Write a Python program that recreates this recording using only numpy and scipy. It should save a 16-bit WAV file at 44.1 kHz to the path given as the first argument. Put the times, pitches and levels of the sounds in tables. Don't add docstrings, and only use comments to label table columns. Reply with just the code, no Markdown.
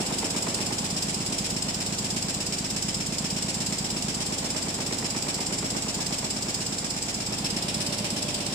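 import sys
import numpy as np
from scipy import signal
from scipy.fft import rfft, irfft, next_fast_len
from scipy.io import wavfile
from scipy.ndimage import map_coordinates

SR = 44100
rng = np.random.default_rng(int(sys.argv[2]) if len(sys.argv) > 2 else 0)


def int16_out(signal):
    q = np.round(np.clip(np.atleast_2d(signal).T, -1, 1) * 32767)
    wavfile.write(sys.argv[1], SR, q.astype(np.int16))


N = 376613
T = np.arange(N) / SR
STITCH_S, FIRST_STITCH_S = .12, .056
STITCHES_S = FIRST_STITCH_S + STITCH_S * np.arange(-1, N / SR / STITCH_S)
FEED_ON_S, FEED_RISE_S, FEED_HZ, FEED_DB = 7.55, .35, 591, -46
TURN_AT_S, TURN_TAKES_S = 7.1, .55
# free_db, added_at_full_load_db
SHUDDER_DB, KNOCK_DB, CLUNK_DB, SCRAPE_DB = (-40, 1.4), (-14, 12.5), (-62, 15), (-52, 7)
ROCKER_DB, BAR_DB = (1.5, -2.5), (1.1, -.5)

# freq_hz, t60_s
ROOM_DECAY = [(200, 0.35), (2000, 0.37), (8000, 0.24), (15000, 0.15)]
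# pitch_hz, level_db
MOTOR_LINES = [(118, -59.5), (275, -46.5)]
# stitch_rate_multiple, level_db
SWAY_LINES = [(5, -56), (7, -60), (8, -56), (11, -55), (12, -51), (14, -54.5)]
# freq_hz, gain_db
WHIRR_SPECTRUM = [(300, -11.5), (1200, -8), (2600, 0), (4200, -2), (6300, -5), (8000, -3.5), (9500, -14),
                  (11500, -21.5), (15000, -33)]
RUMBLE_SPECTRUM = [(20, -34), (42, -15), (75, -19), (125, -1), (220, 0.5), (380, -6.5), (500, -6.5),
                   (800, -9), (1400, -16.5), (3000, -27), (8000, -33)]
SHUDDER_SPECTRUM = [(20, -40), (110, -25), (155, -5), (210, -8), (295, 1), (400, -1), (500, -6), (620, -3),
                    (850, -4), (1200, -12), (2500, -27), (5000, -55)]
CLUNK_SPECTRUM = [(150, -21), (500, -8.5), (930, 1), (1150, 1), (1450, -5.5), (1750, -4.5), (2000, -0.5),
                  (2350, 0.5), (3000, -15), (9000, -34)]
SCRAPE_SPECTRUM = [(150, -25), (350, -1.5), (480, -7.5), (620, -2), (760, -0.5), (920, -4), (1200, -10),
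                   (2000, -16), (6000, -36)]
LOOPER_SPECTRUM = [(500, -26), (1500, -17), (2600, -3.5), (4000, -1), (5000, 4), (6300, -2.5), (8000, 3),
                   (9300, -5), (11500, -17), (15000, -11)]
NEEDLE_SPECTRUM = [(500, -29.5), (1500, -8), (2500, -0.5), (4000, -2.5), (5200, 1), (6300, -4),
                   (8000, -2.5), (9300, -7), (11500, -18), (15000, -18)]
# start_s, pitch_hz, level_db, swell_s
ROCKER_THUMPS = [(.0283, 182, -25, .0054), (.0432, 200, -37, .006), (.1205, 280, -37, .004)]
BAR_THUMPS = [(.0604, 135, -30, .004), (.0685, 222, -25.5, .0034), (.088, 250, -35, .004),
              (.1012, 160, -36, .005)]
CARRIAGE_KNOCKS = [(.0575, 443, -29.5, 0.003), (.0695, 287, -30, 0.0029), (.0525, 920, -32, 0.0028)]
# time_s, gain_db
THUMP_SWING = [(0, -2), (4.05, 0.5), (4.4, -3), (5.3, -3), (5.75, 0.5), (6.25, -3.5), (7.1, -5),
               (7.55, 0.5), (8.54, -3)]
# loaded_at_s, rise_s, hold_s, fall_s, load_fraction
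CARRIAGE_TRAVERSES = [(0, .1, 0.69, 0.18, 0.92), (1.87, 0.16, 0.12, 0.2, 0.33),
                      (4.8, 1.25, 0.58, 2.5, 0.93)]
# start_s, length_s, level_db, fade_db
CLUNK_VOLLEYS = [(.0495, .008, 0, 2)]
SCRAPE_VOLLEYS = [(.05, .038, 0, 3)]
LOOPER_VOLLEYS = [(.0048, 0.0027, -11.5, -6.5), (.008, .008, 0.5, 1.5), (.016, .016, 0, 11),
                  (.033, 0.025, -9, -4), (.113, 0.0093, -12, -3)]
NEEDLE_VOLLEYS = [(.0672, .012, -2.5, 1.6), (.079, .016, -2.5, 1.4), (.095, 0.01, -10, 9.9)]
# time_s, extra_db
LOOPER_ACCENTS = [(0.184, 0.5), (0.544, 1.5), (0.784, 0.5), (1.024, 2), (1.384, 1.2), (3.664, 1.5),
                  (6.304, 1.5), (6.544, 1.5), (7.744, 1.5), (8.344, 2)]
# centre_hz, half_width_hz, gain_db
STEEL_PEAKS = [(5090, 240, 4), (5510, 210, 3.5), (7130, 430, 6.5), (7734, 253, 7), (8820, 220, 4),
               (10440, 220, 2.5)]
# pitch_hz, level_db
LOOPER_MODES = [(5030, 5), (7600, -8)]
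NEEDLE_MODES = [(5380, 4), (7800, -13)]
# time_s, near_db
MIC_CLOSENESS = [(0, 3.5), (.6, 2.5), (1.6, 0.5), (3, -0.7), (4, 0.5), (7.15, -1.8), (7.65, 2.6),
                 (8.54, 1.9)]
# freq_hz, correlation
PORT_LIKENESS = [(100, 0.94), (250, 0.94), (500, 0.71), (1000, 0.073), (4000, 0)]
# freq_hz, left_minus_right_db
PORT_TILT = [(60, -3), (110, -1.5), (200, -3.5), (380, -1.5), (700, -3.5), (1290, 0), (2380, 0.5),
             (4400, -2), (8120, 0.5), (15000, -3)]


def amp(db):
    return 10 ** (np.asarray(db) / 20)


def unit(x):
    return x / np.sqrt(np.mean(x ** 2) + 1e-20)


def along(points, hz):
    freq_hz, values = np.transpose(points)
    return np.interp(np.log(hz + 1), np.log(freq_hz + 1), values)


def curve(points):
    return np.interp(T, *np.transpose(points))


def ramp(start_s, length_s):
    return np.clip((T - start_s) / length_s, 0, 1)


def wobble(rate_hz):
    return map_coordinates(rng.standard_normal(int(N * rate_hz / SR) + 4), [T * rate_hz])


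def loaded_db(response, load):
    free_db, added_db = response
    return free_db + added_db * load


def coloured(x, spectrum, peaks=()):
    size = 2 * next_fast_len(N // 2 + SR // 10)
    hz = np.fft.rfftfreq(size, 1 / SR)
    peaks_db = sum(db / (1 + ((hz - centre) / width) ** 2) for centre, width, db in peaks)
    cepstrum = irfft(np.log(amp(along(spectrum, hz) + peaks_db)), size)
    cepstrum[1:size // 2] *= 2
    cepstrum[size // 2 + 1:] = 0
    return unit(irfft(rfft(x, size) * np.exp(rfft(cepstrum)), size)[..., :N])


def spread(pair, spectrum):
    size = next_fast_len(N)
    hz = np.fft.rfftfreq(size, 1 / SR)
    angle = np.arccos(along(PORT_LIKENESS, hz)) / 2
    gain = amp(along(spectrum, hz)) * [np.cos(angle), np.sin(angle)]
    mid, side = irfft(rfft(pair, size) * gain, size)[:, :N]
    return unit(np.array([mid + side, mid - side]))


def thumps(rows, scatter_db, detune):
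    out, t = np.zeros(N + 2 * SR), np.arange(SR // 10) / SR
    for stitch_s in STITCHES_S:
        for start_s, hz, db, swell_s in rows:
            force, bend = rng.standard_normal(2)
            envelope = (t / swell_s) ** 2 * np.exp(2 * (1 - t / swell_s))
            swing = envelope * np.sin(2 * np.pi * hz * (1 + detune * bend) * t)
            out[round((1 + stitch_s + start_s) * SR):][:len(t)] += amp(db + scatter_db * force) * swing
    return out[SR:SR + N]


def volleys(rows, count, stitch_scatter_db, hit_scatter_db, jitter_s, accent_db=0):
    out = np.zeros((2, N))
    for start_s, length_s, db, fade_db in rows:
        slip, force = rng.standard_normal((2, len(STITCHES_S), 1))
        place = (np.arange(count) + rng.random((len(STITCHES_S), count))) / count
        hit_s = STITCHES_S[:, None] + start_s + jitter_s * slip + length_s * place
        hit_db = db - fade_db * place + accent_db + stitch_scatter_db * force
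        hits = amp(hit_db + hit_scatter_db * rng.standard_normal(hit_s.shape))
        hits *= rng.choice([-1, 1], hit_s.shape)
        lag_s = rng.uniform(-.0004, .0004, hit_s.shape)
        for channel, side in zip(out, (-1, 1)):
            at = np.round((hit_s + side * lag_s) * SR).astype(int)
            heard = (at >= 0) & (at < N)
            channel += np.bincount(at[heard], hits[heard], N)
    return out


def pings(modes, start_s, t60_s, detune, scatter_db, accent_db=0):
    out, t = np.zeros((2, N + 2 * SR)), np.arange(SR // 10) / SR
    for channel in out:
        for stitch_s, extra_db in np.broadcast(STITCHES_S, accent_db):
            for hz, db in modes:
                force, bend = rng.standard_normal(2)
                envelope = amp(db + extra_db + scatter_db * force - 60 * t / t60_s)
                at = round((1 + stitch_s + start_s + .002 * rng.random()) * SR)
                channel[at:at + len(t)] += envelope * np.sin(2 * np.pi * hz * (1 + detune * bend) * t)
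    return np.array([unit(channel[SR:SR + N]) for channel in out])


def workshop(x):
    out, block = np.zeros((2, N + SR)), SR // 4
    for at in range(0, N, block):
        hz, t, noise = signal.stft(rng.standard_normal((2, SR // 3)), SR, nperseg=256)
        decay = amp(-60 * t / along(ROOM_DECAY, hz)[:, None])
        tail = signal.istft(noise * decay, SR, nperseg=256)[1]
        wet = signal.fftconvolve(x[:, at:at + block], tail / np.linalg.norm(tail[0]), axes=1)
        out[:, at:at + wet.shape[1]] += wet
    return out[:, :N]


def motors():
    def line(hz, waver_rad):
        return unit(np.sin(2 * np.pi * hz * T + waver_rad * wobble(25)))
    hum = sum(amp(db) * line(hz, waver_rad=.38) for hz, db in MOTOR_LINES)
    whine = amp(FEED_DB) * ramp(FEED_ON_S, FEED_RISE_S) * line(FEED_HZ, waver_rad=1.15)
    return hum + whine


def whirr():
    return coloured(rng.standard_normal((2, N)), WHIRR_SPECTRUM, STEEL_PEAKS)


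def sway():
    out = np.zeros(N)
    for multiple, db in SWAY_LINES:
        gain = amp(db + 2 * wobble(1.96))
        out += gain * unit(np.cos(2 * np.pi * (multiple * T / STITCH_S + rng.random())))
    return out


def shudder(drift_s):
    period = round(STITCH_S * SR)
    cycle = irfft(np.exp(2j * np.pi * rng.random((2, period // 2 + 1))), period)
    at = np.round((T + drift_s * wobble(6)) * SR).astype(int) % period
    return spread(cycle[:, at], SHUDDER_SPECTRUM)


def frame(load, near_db):
    swing_db = curve(THUMP_SWING)
    rockers = thumps(ROCKER_THUMPS, scatter_db=.44, detune=.0071)
    rockers *= amp(loaded_db(ROCKER_DB, load) + swing_db)
    needle_bar = thumps(BAR_THUMPS, scatter_db=1, detune=.0083)
    needle_bar *= amp(loaded_db(BAR_DB, load) + .7 * swing_db)
    swaying = sway()
    shaking = amp(-2.5) * shudder(drift_s=.00012) + spread(rng.standard_normal((2, N)), RUMBLE_SPECTRUM)
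    shaking *= amp(loaded_db(SHUDDER_DB, load) + .62 * near_db)
    knocks = thumps(CARRIAGE_KNOCKS, scatter_db=.8, detune=.04)
    knocks *= amp(loaded_db(KNOCK_DB, load) + near_db)
    return rockers + needle_bar + swaying + knocks + shaking


def carriage_load():
    return sum(load * (ramp(at_s - rise_s, rise_s) - ramp(at_s + hold_s, fall_s))
               for at_s, rise_s, hold_s, fall_s, load in CARRIAGE_TRAVERSES)


def carriage(load, turn):
    clunks = volleys(CLUNK_VOLLEYS, count=20, stitch_scatter_db=-1.1, hit_scatter_db=3.5, jitter_s=.0005)
    judder = volleys(SCRAPE_VOLLEYS, count=30, stitch_scatter_db=2.5, hit_scatter_db=4, jitter_s=.00051)
    clunk_db = loaded_db(CLUNK_DB, load)
    scrape_db = loaded_db(SCRAPE_DB, load) + .5 * turn
    clunk = amp(clunk_db) * coloured(clunks, CLUNK_SPECTRUM)
    return clunk + amp(scrape_db) * coloured(judder, SCRAPE_SPECTRUM)


def loopers():
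    time_s, extra_db = np.transpose(LOOPER_ACCENTS)
    accent_db = (abs(STITCHES_S[:, None] - time_s) < STITCH_S / 2) @ extra_db
    hits = volleys(LOOPER_VOLLEYS, count=60, stitch_scatter_db=.24, hit_scatter_db=3.5, jitter_s=.0003,
                   accent_db=accent_db[:, None])
    ring = pings(LOOPER_MODES, start_s=.008, t60_s=.038, detune=.025, scatter_db=2,
                 accent_db=2.3 * accent_db)
    return coloured(hits, LOOPER_SPECTRUM, STEEL_PEAKS) + amp(-9.5) * ring


def needles():
    hits = volleys(NEEDLE_VOLLEYS, count=90, stitch_scatter_db=1.25, hit_scatter_db=2, jitter_s=.0004)
    ring = pings(NEEDLE_MODES, start_s=.069, t60_s=.082, detune=.0116, scatter_db=1.5)
    return coloured(hits, NEEDLE_SPECTRUM, STEEL_PEAKS) + amp(-9) * ring


def microphone_aim(x, turn, near_db):
    def band_change(edges_hz, gain_db):
        sos = signal.butter(2, edges_hz, "band", fs=SR, output="sos")
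        return (amp(gain_db) - 1) * signal.sosfiltfilt(sos, x)
    clatter = band_change([2200, 4300], 1.08 * turn + .5 * near_db)
    ring = band_change([6200, 8400], -3.15 * turn)
    top = band_change([8600, 12000], near_db)
    return x + clatter + ring + top


def scene():
    load, near_db = carriage_load(), curve(MIC_CLOSENESS)
    turn = ramp(TURN_AT_S, TURN_TAKES_S)
    body = frame(load, near_db)
    metal = amp(-36.5) * loopers() + amp(-37) * needles() + carriage(load, turn)
    metal = metal + amp(-5.5) * workshop(metal) + amp(-37.5) * whirr()
    return body + microphone_aim(metal, turn, near_db) + motors()


def record(dry):
    size, top_hz = next_fast_len(N + SR // 10), 15250
    hz = np.fft.rfftfreq(size, 1 / SR)
    ports = amp(along(PORT_TILT, hz) * np.array([[.5], [-.5]]))
    return irfft(rfft(dry, size) * ports * (hz < top_hz), size)[:, :N]


dry = scene()
out = record(dry)
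int16_out(out)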